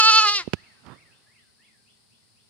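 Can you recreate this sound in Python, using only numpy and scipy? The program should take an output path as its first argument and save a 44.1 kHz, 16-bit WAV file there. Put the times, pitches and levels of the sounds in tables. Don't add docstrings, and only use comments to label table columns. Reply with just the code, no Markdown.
import sys
import numpy as np
from scipy import signal
from scipy.fft import rfft, irfft, next_fast_len
from scipy.io import wavfile
from scipy.ndimage import map_coordinates

SR = 44100
rng = np.random.default_rng(int(sys.argv[2]) if len(sys.argv) > 2 else 0)


def put_to_file(sound):
    columns = np.atleast_2d(sound).T
    safe = np.clip(columns, -1, 1)
    whole_steps = np.round(safe * 32767)
    wavfile.write(sys.argv[1], SR, whole_steps.astype(np.int16))


N = 109853


def amp(db):
    return 10 ** (np.asarray(db) / 20)


def unit(x):
    return x / np.sqrt(np.mean(x ** 2) + 1e-20)


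def along(points, hz):
    f, v = np.transpose(points)
    return np.interp(np.log(hz + 1), np.log(f + 1), v)


def curves(rows, t):
    start, *columns = np.transpose(rows)
    return [np.interp(t, start, column) for column in columns]


def wobble(rate, t):
    knots = rng.standard_normal(int(t[-1] * rate) + 4)
    return map_coordinates(knots, [t * rate])


def filtered(x, response):
    size = next_fast_len(N + SR // 2)
    return irfft(rfft(x, size) * response(np.fft.rfftfreq(size, 1 / SR)), size)[..., :N]


def noise(spectrum):
    return unit(filtered(rng.standard_normal(N), lambda hz: amp(along(spectrum, hz))))


def panned(x, balance):
    return filtered(x, lambda hz: amp(np.outer([.5, -.5], along(balance, hz))))


def resonance(spectrum, hz, size=4096):
    grid = np.fft.rfftfreq(size, 1 / SR)
    cepstrum = irfft(np.log(amp(along(spectrum, grid))))
    cepstrum[1:size // 2] *= 2
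    cepstrum[size // 2 + 1:] = 0
    return np.interp(hz, grid, rfft(cepstrum))


def echoes(x, decay):
    hz, t, z = signal.stft(rng.standard_normal((2, SR + SR // 2)), SR, nperseg=256)
    fade = amp(-60 * t / along(decay, hz)[:, None]) * (t > 0)
    tail = signal.istft(z * fade, SR, nperseg=256)[1]
    return signal.fftconvolve(np.atleast_2d(x), tail / np.linalg.norm(tail[0]), axes=1)[:, :N]


TREMBLE_CYCLE = [(0, 1), (.2, -0.92), (.7, 0.4), (1, 0.85)]
# start_s, depth_share
TREMBLE_DEPTH = [(.2, 1), (.25, 0.1)]
TREMBLE_PER_S, TREMBLE_START_S = 10.65, 0.0019


def tremble(t):
    cycle = (t - TREMBLE_START_S) * TREMBLE_PER_S % 1
    return curves(TREMBLE_CYCLE, cycle)[0] * curves(TREMBLE_DEPTH, t)[0]


# start_s, closing (0 open, 1 half, 2 shut)
MOUTH_CLOSING = [(.25, 0.2), (.268, 1.2), (.336, 1), (.352, 1.6)]


def mouth_shares(t):
    closing, = curves(MOUTH_CLOSING, t)
    return [np.clip(1 - abs(closing - i), 0, 1) for i in range(3)]


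# frequency_hz, gain_db
MOUTHS = [[(440, -27.5), (870, -12.5), (1310, 2.5), (1750, -15), (2180, -24.5), (2620, -1), (3500, -12.5),
           (3930, -12), (4370, -1.5), (5240, -12), (5680, -23), (6120, -17), (7860, -30.5), (10050, -39),
           (14420, -62.5)], [(410, -21.5), (820, -9.5), (1230, 2.5), (1640, -10), (2050, -9),
                               (2460, -12.5), (2870, -5.5), (3300, -11), (4100, -2.5), (4930, -4),
                               (6160, -20), (9850, -36), (14370, -58)], [(400, -14.5), (680, -28), (1200, -10), (1600, -18),
                                                   (2000, -3), (2400, -12), (2800, 0.5), (3300, -5),
                                                   (4000, -1.5), (4790, -2.5), (6390, -16), (9990, -37),
                                                   (14380, -56)]]
# start_s, shift_share (at 1600 Hz)
LIP_PURSING = [(.376, 0.014), (.405, 0.44)]
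PHASE_SCATTER = .5
GRAIN_DB = 4
RASP_HZ, RASP_DB = 5500, 3.5


def mouth_gain(hz, t, effort):
    purse = curves(LIP_PURSING, t)[0] * np.exp(-2 * np.log(hz / 1600) ** 2)
    pursed_hz = hz * (1 + purse)
    log_gain = sum(w * resonance(m, pursed_hz) for w, m in zip(mouth_shares(t), MOUTHS))
    scatter = PHASE_SCATTER * rng.standard_normal((len(hz), 1))
    top_db = (GRAIN_DB * wobble(200, t) - RASP_DB * effort) * (hz > RASP_HZ)
    return np.exp(log_gain + 1j * scatter) * amp(top_db)


# frequency_hz, gain_db
BREATH_TILT = [(2500, -13.5), (4500, -5.5), (7000, 10.5)]


def breath_noise(t, phase):
    hiss = [unit(filtered(noise(m), lambda f: amp(along(BREATH_TILT, f))))[:len(t)] for m in MOUTHS]
    moving = sum(w * h for w, h in zip(mouth_shares(t), hiss))
    return moving * (1 + .6 * np.cos(phase))


def levelled(gain, db):
    return gain * amp(db) / np.sqrt(np.sum(abs(gain) ** 2, axis=0) / 2)


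# start_s, pitch_hz, low_db (below TREBLE_HZ), treble_db
BLEAT = [(0, 438.7, -17.5, -16), (.19, 435.5, -18.5, -15.5), (.225, 431.5, -21, -20),
         (.25, 428.8, -18.5, -23), (.266, 411.5, -21, -22.5), (.294, 405.4, -24.5, -18),
         (.308, 416.3, -28, -23.5), (.336, 413.6, -29, -25.5), (.353, 403, -34.5, -21.5),
         (.378, 396.5, -36.5, -23.5), (.406, 353.6, -33.5, -33), (.428, 324.4, -45, -47.5)]
# start_s, jitter_share (of pitch), breath_db (against the voice)
HOARSENESS = [(.09, .003, -42), (.11, .006, -29), (.13, .003, -42), (.19, .003, -40), (.21, .006, -26),
              (.258, .012, -21), (.275, .003, -33), (.385, .004, -27), (.408, .02, -18), (.43, .08, -5)]
# frequency_hz, left_minus_right_db
GOAT_PAN = [(900, 2.5), (1300, -4), (2000, 7.5), (3000, -2.5), (5500, 0), (6500, 7.5), (9000, 3.5),
            (13000, 4)]
TREMBLE_PITCH, TREMBLE_LOW_DB, TREMBLE_HIGH_DB = 0.017, 2.5, 2.5
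TREBLE_HZ, RELEASE_S = 2160, 0.016
FLUTTER_DB = 1.5
LEFT_LEAD_S = .00007


def goat(count=36):
    end = BLEAT[-1][0]
    t = np.arange(int((end + 2 * RELEASE_S) * SR)) / SR
    effort = tremble(t)
    pitch, low_db, treble_db = curves(BLEAT, t)
    pitch = pitch * (1 + TREMBLE_PITCH * effort)
    low_db = low_db + TREMBLE_LOW_DB * effort
    treble_db = treble_db + TREMBLE_HIGH_DB * effort
    jitter, breath_db = curves(HOARSENESS, t)

    k = np.arange(1, count + 1)[:, None]
    hz = k * pitch
    phase = 2 * np.pi * np.cumsum(pitch * (1 + jitter * wobble(500, t))) / SR
    gain = mouth_gain(hz, t, effort)
    high = 1 / (1 + (TREBLE_HZ / hz) ** 20)
    ports = []
    for lead in (LEFT_LEAD_S, 0):
        flutter = np.array([wobble(30.33, t) + 1j * wobble(29.44, t) for _ in k])
        fluttered = gain * amp(FLUTTER_DB * np.sqrt(hz / TREBLE_HZ) * flutter)
        overtones = levelled(fluttered * (1 - high), low_db) + levelled(fluttered * high, treble_db)
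        voice = np.sum(overtones * np.exp(1j * (k * phase + 2 * np.pi * hz * lead)), axis=0).real
        breath = breath_noise(t, phase) * np.hypot(amp(low_db), amp(treble_db))
        ports.append((voice + amp(breath_db) * breath) / np.hypot(1, amp(breath_db)))
    release = np.clip(1 - (t - end) / RELEASE_S, 0, 1)
    return panned(np.array(ports) * release, GOAT_PAN)


# frequency_hz, gain_db
SCRAPE_TONE = [(300, -6), (1500, -2.5), (3200, -6), (5500, -12), (8000, -20), (16000, -40)]
SNAG_AT_S, SNAG_DB, SNAG_WIDTH_S = .5349, -17.5, 0.0009
SQUEAK_HZ, SQUEAK_RISE_S, SQUEAK_DB = 2310, .0012, -11


def snag(t):
    crack = amp(SNAG_DB) * noise(SCRAPE_TONE) * np.exp(-((t - SNAG_AT_S) / SNAG_WIDTH_S) ** 2 / 2)
    slip = np.clip((t - SNAG_AT_S) / SQUEAK_RISE_S, -10, 2)
    squeak = np.sin(2 * np.pi * SQUEAK_HZ * SQUEAK_RISE_S * np.exp(slip))
    return crack + amp(SQUEAK_DB) * squeak * np.exp(-2 * slip ** 2) * (slip < 2)


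# start_s, thud_db, thud_hz, thud_t60_s, scrape_db
FINGER_BUMPS = [(0.133, -27, 200, 0.012, -74), (0.4761, -9, 228, 0.016, -39.5),
                (0.535, -1.5, 178.6, 0.018, -17.5), (0.863, -51, 252, 0.016, -38)]
CASE_HZ, CASE_DB, CASE_T60_S = 101, -21, 0.047
PORT_HZ, PORT_DB = 351, -4
THUD_ATTACK_S, SCRAPE_T60_S = .001, .022


def bumps(t):
    hits = np.zeros(N)
    for start, thud_db, hz, t60, scrape_db in FINGER_BUMPS:
        u = np.maximum(t - start, 0)
        attack = 1 - np.exp(-(u / THUD_ATTACK_S) ** 2)
        fade = lambda life: np.exp(-np.log(1000) * u / life) * attack
        thud = np.sin(2 * np.pi * hz * u) + amp(PORT_DB) * np.sin(2 * np.pi * PORT_HZ * u)
        case = amp(CASE_DB) * np.sin(2 * np.pi * CASE_HZ * u)
        hits += amp(thud_db) * (thud * fade(t60) + case * fade(CASE_T60_S))
        hits += amp(scrape_db) * noise(SCRAPE_TONE) * fade(SCRAPE_T60_S)
    return hits


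# start_s, level_db
BRUSH = [(.78, -67), (.84, -56), (.865, -42.5), (.93, -40.5), (.97, -55.5), (1.05, -75)]
# frequency_hz, gain_db
BRUSH_TONE = [(30, -26), (90, -0.5), (206, -1.5), (650, -13.5), (1190, -9), (2200, -23.5), (12000, -52.5)]
# start_s, level_db
GRIP = [(0, -66), (.2, -58), (.38, -53), (.55, -56.5), (.7, -68), (1.1, -64.5), (1.3, -72.5)]
# frequency_hz, gain_db
GRIP_TONE = [(25, -28.5), (60, -7), (110, -1.5), (500, -14), (4000, -69.5)]
LOW_CUT_HZ = 85
LEAK_DB = -25


def finger():
    t = np.arange(N) / SR
    low_cut = signal.butter(4, LOW_CUT_HZ, "high", fs=SR, output="sos")
    port = signal.sosfilt(low_cut, snag(t) + bumps(t))
    for levels, tone in ((BRUSH, BRUSH_TONE), (GRIP, GRIP_TONE)):
        level_db = curves(levels, t)[0] + 1.2 * wobble(60, t)
        port += amp(level_db) * noise(tone)
    return np.array([amp(LEAK_DB) * port, port])


# top_s, level_db
ARCHES = [(.648, -56), (1.008, -57), (1.348, -60.5), (1.668, -61)]
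# from_top_s, pitch_hz, level_db
ARCH_SHAPE = [(-.09, 1628, -18.5), (-.075, 1720, -2), (-.02, 2233, -2.5), (0, 2811, -4.5),
              (.016, 2200, -1.5), (.05, 1950, -6), (.105, 1602, -9.5), (0.149, 1533, -11)]
# start_s, level_db
CHIRPS = [(.87, -63), (1.11, -63), (1.36, -63.5), (1.605, -65), (1.86, -65.5), (2.105, -65.5),
          (2.36, -67.5)]
# from_start_s, pitch_hz, level_db
CHIRP_SHAPE = [(0, 2450, -2), (.02, 2800, 2), (.04, 3500, -2.5), (.075, 3580, -5.5), (.085, 2986, -50),
               (.097, 2080, -32), (0.111, 2014, -5), (.15, 1780, -21)]
# frequency_hz, t60_s
TREES = [(3000, 0.35), (9000, 0.133)]
ARCH_WET_DB, CHIRP_WET_DB = -3, 5
PITCH_DRIFT, PITCH_SHIVER = .012, 0.0041
WHISTLE_FLICKER_DB = 2.5


def bird(calls, shape, wet_db):
    t = np.arange(N) / SR
    song = np.zeros(N)
    for start, call_db in calls:
        u = t - start
        hz, shape_db = curves(shape, u)
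        waver = 1 + PITCH_DRIFT * wobble(8.8, t) + PITCH_SHIVER * wobble(120, t)
        phase = 2 * np.pi * np.cumsum(hz * waver) / SR
        level_db = call_db + shape_db + WHISTLE_FLICKER_DB * wobble(60, t)
        sounding = (u > shape[0][0]) & (u < shape[-1][0])
        song += amp(level_db) * np.sin(phase) * sounding
    return (song + amp(wet_db) * echoes(song, TREES)) / np.hypot(1, amp(wet_db))


# frequency_hz, t60_s
NEAR_WALLS = [(2000, 0.36), (12000, 0.32)]
# frequency_hz, t60_s
FAR_YARD = [(200, 1.1), (5000, 2)]
# frequency_hz, gain_db
FAR_TONE = [(400, 8), (1300, -3.5), (2000, 3.5), (5000, -0.5)]
NEAR_DB, FAR_DB = -22, -35


def yard(kid):
    far = filtered(echoes(kid, FAR_YARD), lambda hz: amp(along(FAR_TONE, hz)))
    return amp(NEAR_DB) * echoes(kid, NEAR_WALLS) + amp(FAR_DB) * far


# start_s, level_db
RUSTLE = [(.6, -63.5), (1.1, -66), (1.6, -79)]
# frequency_hz, gain_db
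RUSTLE_TONE = [(100, -9), (400, -4), (1500, -0.5), (5000, -9), (12000, -27.5)]


def rustle():
    level_db, = curves(RUSTLE, np.arange(N) / SR)
    return amp(level_db) * np.array([noise(RUSTLE_TONE), noise(RUSTLE_TONE)])


# frequency_hz, gain_db
AIR_TONE = [(15, -56.5), (25, -26.5), (79, -8), (113, 1.5), (173, -9), (233, -1), (289, -24.5), (421, -9),
            (495, -19), (826, -15.5), (1240, -21), (2230, -18), (3500, -16.5), (4200, -8), (4950, -7.5),
            (6380, -22), (9550, -9.5), (11200, -27.5), (15500, -31)]
# frequency_hz, left_minus_right_db
AIR_PAN = [(60, -7.5), (250, 5.5), (6500, 5), (9500, -2.5), (13000, 3.5)]
AIR_DB, AIR_ALIKE = -64, 0.066


def air():
    common = np.sqrt(AIR_ALIKE) * noise(AIR_TONE)
    separate = np.sqrt(1 - AIR_ALIKE) * np.array([noise(AIR_TONE), noise(AIR_TONE)])
    return amp(AIR_DB) * panned(common + separate, AIR_PAN)


def scene():
    kid = goat()
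    birds = bird(ARCHES, ARCH_SHAPE, ARCH_WET_DB) + bird(CHIRPS, CHIRP_SHAPE, CHIRP_WET_DB)
    return kid + finger() + birds + yard(kid) + rustle() + air()


TOP_HZ = 15700


def record(dry):
    return filtered(dry, lambda hz: hz < TOP_HZ)


dry = scene()
out = record(dry)
put_to_file(out)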